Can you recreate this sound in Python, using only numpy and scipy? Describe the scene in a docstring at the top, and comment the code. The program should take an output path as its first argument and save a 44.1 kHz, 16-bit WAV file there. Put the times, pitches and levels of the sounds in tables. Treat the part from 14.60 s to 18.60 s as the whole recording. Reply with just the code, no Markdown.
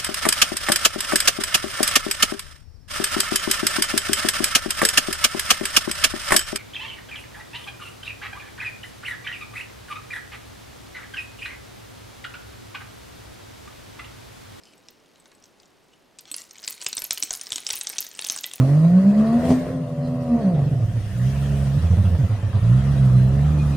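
"""A plant-filled room, the microphone close to a swaying mobile of seashells and stones on strings.
At first a few pieces barely touch; then the mobile is stirred and they clack densely and sometimes rub.
Most knocks are dry clusters of short modes; one shell clinks high and thin ones ring on briefly.
Behind them the room adds a short tail and a soft rush."""
import sys
import numpy as np
from scipy import signal
from scipy.fft import rfft, irfft
from scipy.io import wavfile

SR = 44100
rng = np.random.default_rng(int(sys.argv[2]) if len(sys.argv) > 2 else 0)


def digitize_waveform(pressure):
    """Quantize a signal to 16-bit integers and store it at the path in sys.argv[1].

    Rows of a 2-D input are taken as channels; values are limited to [-1, 1].
    """
    field = np.atleast_2d(pressure).T
    bounded = np.clip(field, -1, 1)
    quanta = np.round(bounded * 32767).astype(np.int16)
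    wavfile.write(sys.argv[1], SR, quanta)


N = 176400

# registers of a piece's crowded modes: lowest f/Hz, highest f/Hz, t60/s, level/dB
BODY, MIDDLE = (330, 2303, 0.06, -3), (2250, 9200, 0.01, -2)
TREBLE = (9000, 15800, -0.01, -1)   # negative t60: swells, then stops dead as a tick 23 ms in
TOUCH_HZ, TOUCH_SPREAD_OCT, TOUCH_BODY_DB = 4385, 0.577, -7
CONTACT_S, CUTOFF_HZ = 0.00013, 16000
RING_TIME = np.arange(4096) / SR


def from_db(db):
    """Decibels to gain."""
    return 10 ** (np.asarray(db) / 20)


def at_hz(rows, hz, column=1):
    """Read one column of a table on a log-frequency axis."""
    rows = np.array(rows)
    return np.interp(np.log(np.maximum(hz, 1)), np.log(rows[:, 0]), rows[:, column])


def add(out, s, sound, pan_spread_db=1.04):
    """Mix a sound in at time s, from a piece hanging a little to either side of the microphone."""
    start = max(int(s * SR), 0)
    part = out[:, start:start + len(sound)]
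    pan = from_db(rng.normal(0, pan_spread_db) * np.array([[.5], [-.5]]))
    part += sound[:part.shape[1]] * pan


def unit_hit(x):
    """Scale a hit to the energy of 4 ms at rms 1."""
    return x * np.sqrt(.004 * SR / (np.sum(x ** 2) + 1e-20))


def dying(t, t60):
    """Exponential decay, 60 dB down at t60."""
    return np.exp(-np.log(1000) * t / t60)


def bass_cut(x, corner_hz=200):
    """Small pieces radiate little bass."""
    return signal.lfilter(*signal.butter(2, corner_hz, "high", fs=SR), x)


def stereo(mid, side, likeness):
    """Left and right with a given likeness, from two unrelated noises."""
    c = np.clip(likeness, -1, 1)
    return np.sqrt((1 + c) / 2) * mid + np.sqrt((1 - c) / 2) * side * np.array([[1], [-1]])


def rush():
    """Farthest off: the soft steady background of the room and the garden outside."""
    # colour of the rush: f/Hz, relative density/dB, left-right likeness
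    spectrum = [(25, -12, 0.19), (87, -7.5, 0.09), (175, -2.5, 0.21), (300, 0, 0.4), (550, -3.5, .5),
                (1400, -11.5, 0.63), (2780, -15, 0.81), (4650, -18, 0.85), (8000, -26, 0.89),
                (12100, -29, 1), (16000, -39, .97)]
    # its slight drift: t/s, level/dB
    drift = [(0, -57.5), (.6, -58.5), (1.4, -59.5), (4, -58.5)]
    hz = np.fft.rfftfreq(N, 1 / SR)
    white = stereo(*rfft(rng.standard_normal((2, N))), at_hz(spectrum, hz, column=2))
    air = irfft(white * from_db(at_hz(spectrum, hz)), N)
    return air / air.std() * from_db(np.interp(np.arange(N) / SR, *np.transpose(drift)))


def room(x, tail_db=-11, delay_s=0.0023, build_s=0.002):
    """The room around the microphone: a few near echoes and a diffuse tail whose treble dies first."""
    # diffuse tail: f/Hz, density/dB re tail_db, t60/s, left-right likeness
    reverberation = [(100, 1, .4, .3), (400, 2.5, 0.47, 0.38), (1200, 3, 0.46, 1), (3020, 1, 0.46, 1),
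                     (5500, -0.5, 0.36, 0.93), (8900, -1.9, 0.3, 0.94), (15000, -5.5, .26, 1)]
    # echoes off nearby surfaces: delay/s, level/dB
    reflections = [(.0079, -20.5), (.0152, -22.5), (0.0261, -26)]
    t, hz = np.arange(SR) / SR, np.fft.rfftfreq(SR, 1 / SR)
    white = rfft(rng.standard_normal((2, SR)))
    edges = np.geomspace(40, 18000, 14)
    tail = 0
    for low, high in zip(edges, edges[1:]):
        centre = np.sqrt(low * high)
        t60 = at_hz(reverberation, centre, column=2)
        fade = dying(t, t60) * np.sqrt(2 * np.log(1000) / (t60 * SR))   # unit energy
        noises = irfft(white * ((hz >= low) & (hz < high)), SR)
        band = stereo(*noises, at_hz(reverberation, centre, column=3))
        tail = tail + from_db(tail_db + at_hz(reverberation, centre)) * fade * band
    response = tail * (1 - np.exp(-np.maximum(t - delay_s, 0) / build_s))
    for s, db in reflections:
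        response[:, int(s * SR)] += from_db(db)
    return signal.fftconvolve(x.mean(axis=0)[None], response, axes=1)[:, :N]


def modes(register, focus_hz, length=1, count=16, focus_db=6.5, focus_oct=.36):
    """A 23 ms cluster of modes; those near the strongest resonance, focus_hz, are driven harder."""
    # strength of the modes within a register: f/Hz, relative level/dB
    mode_colour = [(500, -9), (1300, -6), (2300, -1), (3500, .5), (5500, 1.9), (8000, 0.5), (11000, -3),
                   (13000, -8.5), (15800, -11)]
    low, high, t60, db = register
    t = RING_TIME[:1024]
    hz = low + (high - low) * (np.arange(count) + rng.random(count)) / count
    boost_db = focus_db * np.exp(-(np.log2(hz / focus_hz) / focus_oct) ** 2)
    strength = rng.rayleigh(1, count) * from_db(at_hz(mode_colour, hz) + boost_db)
    tones = np.sin(2 * np.pi * (hz[:, None] * t + rng.random((count, 1))))
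    rings = tones * dying(t, length * t60 * np.exp(rng.normal(0, 0.31, (count, 1))))
    return from_db(db) * unit_hit(strength @ rings * (1 - np.exp(-t / CONTACT_S)))


def clack(hz, body_db, treble_db, length=1):
    """One knock: a strong resonance among the crowded modes of both pieces."""
    crowd = modes(MIDDLE, hz, length)
    crowd += from_db(body_db) * modes(BODY, hz, length, count=10)
    crowd += from_db(treble_db) * modes(TREBLE, hz, length, count=7)
    t = RING_TIME[:len(crowd)]
    main = from_db(-3) * unit_hit(np.sin(2 * np.pi * hz * t) * dying(t, t60=0.0086 * length))
    # the knock keeps its energy however the modes interfere
    gain = np.sqrt((crowd @ crowd + main @ main) / np.sum((crowd + main) ** 2))
    return bass_cut(gain * (crowd + main))


def touches(count=680, trim_db=-1.5, spread_db=3):
    """Light random touches among the many pieces, stronger as the mobile is stirred."""
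    # how hard it is stirred: t/s, touch level/dB before trim_db
    stir = [(0, -67.5), (1.55, -72.5), (1.79, -55), (1.9, -59), (2.06, -45), (2.17, -51), (2.4, -54),
            (2.49, -57), (2.75, -45.5), (3.04, -49), (3.14, -44), (3.4, -43.5), (3.52, -52), (3.72, -41),
            (3.85, -49), (4, -49.5)]
    pitches = np.clip(TOUCH_HZ * 2 ** (TOUCH_SPREAD_OCT * rng.standard_normal(size=60)), 0, CUTOFF_HZ)
    pieces = [clack(hz, TOUCH_BODY_DB, treble_db=-9.5) for hz in pitches]
    out = np.zeros((2, N))
    for s in (np.arange(count) + rng.uniform(-1, 2, count)) / count * N / SR:
        db = np.interp(s, *np.transpose(stir)) + trim_db
        db += spread_db * np.clip(rng.standard_normal(), -2, 2)
        add(out, s, from_db(db) * pieces[rng.integers(len(pieces))])
    return out


def rubs(slips_per_s=1500):
    """Shells slide over each other: a swelling run of tiny slips keeps their modes sounding."""
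    # two shells rub: t/s, length/s, level/dB, strongest resonance f/Hz
    slides = [(.03, 0.12, -62, 3030), (1.315, 0.037, -63, 3000), (1.66, 0.054, -53, 3380),
              (1.745, 0.083, -47.5, 5730), (2.197, .035, -43, 4320), (3.701, 0.054, -41, 5500)]
    out = np.zeros((2, N))
    for s, length, db, hz in slides:
        n = int(length * SR)
        slips = (rng.random(n) < slips_per_s / SR) * rng.standard_normal(n) * np.sqrt(np.hanning(n))
        scrape = signal.fftconvolve(slips, clack(hz, TOUCH_BODY_DB, treble_db=-14))
        add(out, s, from_db(db) * scrape / (scrape[:n].std() + 1e-12))
    return out


def after_rings(ring_cycles=275, max_split=0.036):
    """Thin shells ring on after a knock, each at its own pitch; two close modes beat and roughen it."""
    # a thin shell rings: t/s, level/dB, f/Hz
    thin_shells = [(1.7425, -30, 9450), (2.04, -44, 5100), (2.078, -42.5, 2020), (2.42, -33, 11600),
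                   (2.8131, -27.5, 8930), (3.0727, -31, 7700), (3.105, -42, 2000), (3.1328, -30, 5570),
                   (3.2993, -32, 8500), (3.842, -39.5, 1996), (3.9355, -38, 9300)]
    out, t = np.zeros((2, N)), RING_TIME
    for s, db, hz in thin_shells:
        twin_hz = hz * (1 + max_split * rng.uniform(0.47, 1) * rng.choice([-1, 1]))
        pair = np.sin(2 * np.pi * hz * t) + .5 * np.sin(2 * np.pi * (twin_hz * t + rng.random()))
        envelope = dying(t, ring_cycles / hz) * (1 - np.exp(-t / CONTACT_S))
        add(out, s, from_db(db) * pair * envelope)
    return out


def ringing_shell(contact_db=-13.5):
    """One shell clinks with the same tones whenever it is hit; a neighbour may damp it."""
    # strikes on the shell: t/s, level/dB, ring length re free ringing
    clinks = [(.178, -54, 0.9), (.5998, -50.5, .8), (.75, -53, .8), (1.7148, -22.5, 1), (2.2285, -38, .8),
              (2.3785, -28.5, 0.69), (2.634, -16, 0.46), (2.9212, -28, .9), (2.9592, -25, .8),
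              (3.762, -35, .7)]
    # a faint low hum under clear high ringing modes: f/Hz, level/dB re the strike, free t60/s
    clink_tones = [(305, -20, 0.088), (3660, -8, 0.016), (4180, -15, 0.059), (7100, -18, 0.065),
                   (8050, 0.5, 0.061), (9100, -14, .015), (10600, -7, 0.024), (11900, -17, .06),
                   (13250, -13, .014)]
    out, t = np.zeros((2, N)), RING_TIME
    for s, db, length in clinks:
        ring = 0
        for hz, tone_db, t60 in clink_tones:
            strength = from_db(tone_db + rng.normal(0, 1))
            ring += strength * np.sin(2 * np.pi * hz * t) * dying(t, t60 * length)
        add(out, s, from_db(db) * bass_cut(ring))
        add(out, s, from_db(db + contact_db) * modes(MIDDLE, TOUCH_HZ))
    return out


def thump(corner_hz=266, t60=0.038):
    """The dull low push that goes with a heavier knock."""
    burst = rng.standard_normal(len(RING_TIME)) * dying(RING_TIME, t60)
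    return unit_hit(signal.sosfilt(signal.butter(1, corner_hz, fs=SR, output="sos"), burst))


def knocks(usual_db=-27, ring_halving_db=50):
    """Close up: shells and stones collide, each time with a little chatter; the hardest are the driest."""
    # collisions: t/s, level/dB, strongest resonance f/Hz, relative body/dB, relative treble/dB
    collisions = [(0.0355, -50, 5100, -14, -16), (0.0541, -54, 5150, -13, -16), (0.135, -54, 2910, -9, -12),
                  (0.2855, -42.5, 5520, -13, -9), (0.558, -55.5, 3870, -10, -12),
                  (0.6572, -51.5, 3750, -1, -9), (0.717, -54.5, 4300, 2, -15), (0.8245, -56, 5740, -8, -14),
                  (0.8398, -48.5, 5820, -16, -14), (0.856, -55, 5750, -11, -16),
                  (1.0006, -51.5, 4550, -12, -17), (1.032, -55, 3080, -9, -22),
                  (1.0565, -57.5, 5670, -9, -14), (1.5873, -40, 8330, -22, -6.5),
                  (1.592, -41, 4800, -21, -16), (1.655, -47.5, 3490, -5, -14),
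                  (1.7426, -28, 4510, -18, -0.5), (1.7821, -36, 7430, -22, -12),
                  (1.818, -39.5, 7320, -19, -10), (1.9098, -40, 5600, -16, -11),
                  (1.9562, -45.5, 2220, -8, -16), (1.9831, -42, 6520, -12, -9), (2.03, -42, 6230, -2, -9),
                  (2.0396, -36.5, 5060, -13, -16), (2.0461, -37, 5120, -15, -11),
                  (2.0765, -28, 4470, -19, -10), (2.0782, -24.5, 7630, -19, -9),
                  (2.085, -32.5, 11200, -12, 2), (2.1264, -35.5, 8500, -13, -8),
                  (2.2152, -33.5, 8500, -19, -6), (2.2236, -34.5, 6650, -14, -14),
                  (2.2452, -37, 7990, -23, -13), (2.263, -30.5, 7850, -14, -8),
                  (2.265, -20, 6870, -21.5, -12.5), (2.2956, -40, 4390, -17, -7),
                  (2.3294, -25, 4430, -22, -11), (2.3695, -23.5, 8330, -18, -8),
                  (2.3785, -29.5, 3680, -14, -10), (2.3814, -27, 5180, -14, -12),
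                  (2.4199, -28.5, 11500, -8.5, 4.5), (2.4444, -36, 9990, -13, -2),
                  (2.45, -33.5, 6480, -15, -12), (2.5085, -17.5, 5390, -18.5, -7),
                  (2.5237, -27.5, 6160, -15, -9), (2.5752, -29, 2900, -11, -10),
                  (2.58, -31.5, 12450, -12, -0.5), (2.6261, -18.5, 6070, -29, -17),
                  (2.7075, -22, 6500, -10, -4.5), (2.7371, -27.5, 8550, -16, -9),
                  (2.751, -32, 10620, -15, -3.5), (2.8128, -31, 6060, -12.5, -8),
                  (2.869, -34, 5330, -8, -12), (2.9046, -34, 7160, -10, -8),
                  (2.9207, -21.5, 3570, -25, -20), (2.9296, -28.5, 3420, -25, -21),
                  (2.9587, -25, 6720, -20, -15), (2.9818, -30, 3080, -13, -8),
                  (3.0669, -22, 5470, -21, -8.5), (3.0904, -31.5, 3120, -8, -13),
                  (3.1032, -24, 3720, -11.5, -10), (3.107, -22, 5640, -16.5, -9),
                  (3.1328, -27.5, 9250, -11, 0.5), (3.1388, -30, 5620, -11, -11),
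                  (3.159, -34, 9300, -17, -1), (3.167, -32.5, 9200, -22, -1), (3.1736, -34, 8700, -18, -7),
                  (3.2118, -25, 8430, -21, -10), (3.2708, -23.5, 5640, -20, -7.5),
                  (3.2992, -29.5, 8340, -9, -14), (3.359, -43, 2380, 1, -14),
                  (3.3833, -21, 5700, -26, -3.5), (3.388, -24, 6120, -19.5, -6.5),
                  (3.4182, -35.5, 7080, -19, -7), (3.4263, -33, 5200, -17, -4.5),
                  (3.467, -36.5, 6270, -20, -4.5), (3.514, -41, 6240, -12, -10),
                  (3.5507, -41, 8100, -16, -5), (3.592, -26, 3270, -13, -6.5), (3.6223, -31, 3820, -16, -6),
                  (3.644, -32.5, 3670, -15, -5), (3.6474, -27, 6160, -17, -1.5),
                  (3.6646, -32.5, 3380, -15, -14), (3.6875, -28, 6460, -20, -7),
                  (3.699, -18.5, 6270, -18, -7.5), (3.7625, -30.5, 8230, -5.5, -12),
                  (3.7755, -32, 5700, -17, -13), (3.7875, -30, 6370, -21, -6), (3.8363, -32, 6610, -18, -7),
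                  (3.842, -25.5, 3380, -14.5, -3.5), (3.9138, -37, 3320, -10, -4),
                  (3.9355, -31.5, 9300, -17, -3.5)]
    # rough faces graze before a knock and rebound after: earliest t/s, latest t/s, level/dB, all re it
    chatter = [(-.003, -0.0003, -16.5), (.001, .005, -14.5), (.005, .02, -16)]
    # pushes under the heavier knocks: t/s, level/dB
    pushes = [(2.078, -48), (2.265, -43.5), (2.37, -49), (2.381, -50.5), (2.42, -50), (2.508, -43),
              (2.707, -43), (2.921, -43), (3.104, -51), (3.135, -50), (3.384, -48.5), (3.699, -46),
              (3.762, -54)]
    out = np.zeros((2, N))
    for s, db, hz, body_db, treble_db in collisions:
        length = 2 ** ((usual_db - db) / ring_halving_db)
        add(out, s, from_db(db) * clack(hz, body_db, treble_db, length))
        for earliest, latest, chatter_db in chatter:
            graze_s = s + rng.uniform(earliest, latest)
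            graze_hz = TOUCH_HZ * 2 ** (TOUCH_SPREAD_OCT * rng.uniform(-0.99, 1.5))
            add(out, graze_s, from_db(db + chatter_db) * clack(graze_hz, body_db, treble_db))
    for s, db in pushes:
        add(out, s, from_db(db) * thump())
    return out


def scene():
    """The mobile close and straight ahead of the microphone, the room behind it."""
    background = rush()
    mobile = knocks() + ringing_shell() + after_rings() + rubs() + touches()
    return mobile + room(mobile) + background


def record(dry):
    """The top is cut steeply."""
    return signal.sosfilt(signal.ellip(10, .1, 70, CUTOFF_HZ, fs=SR, output="sos"), dry)


dry = scene()
out = record(dry)
digitize_waveform(out)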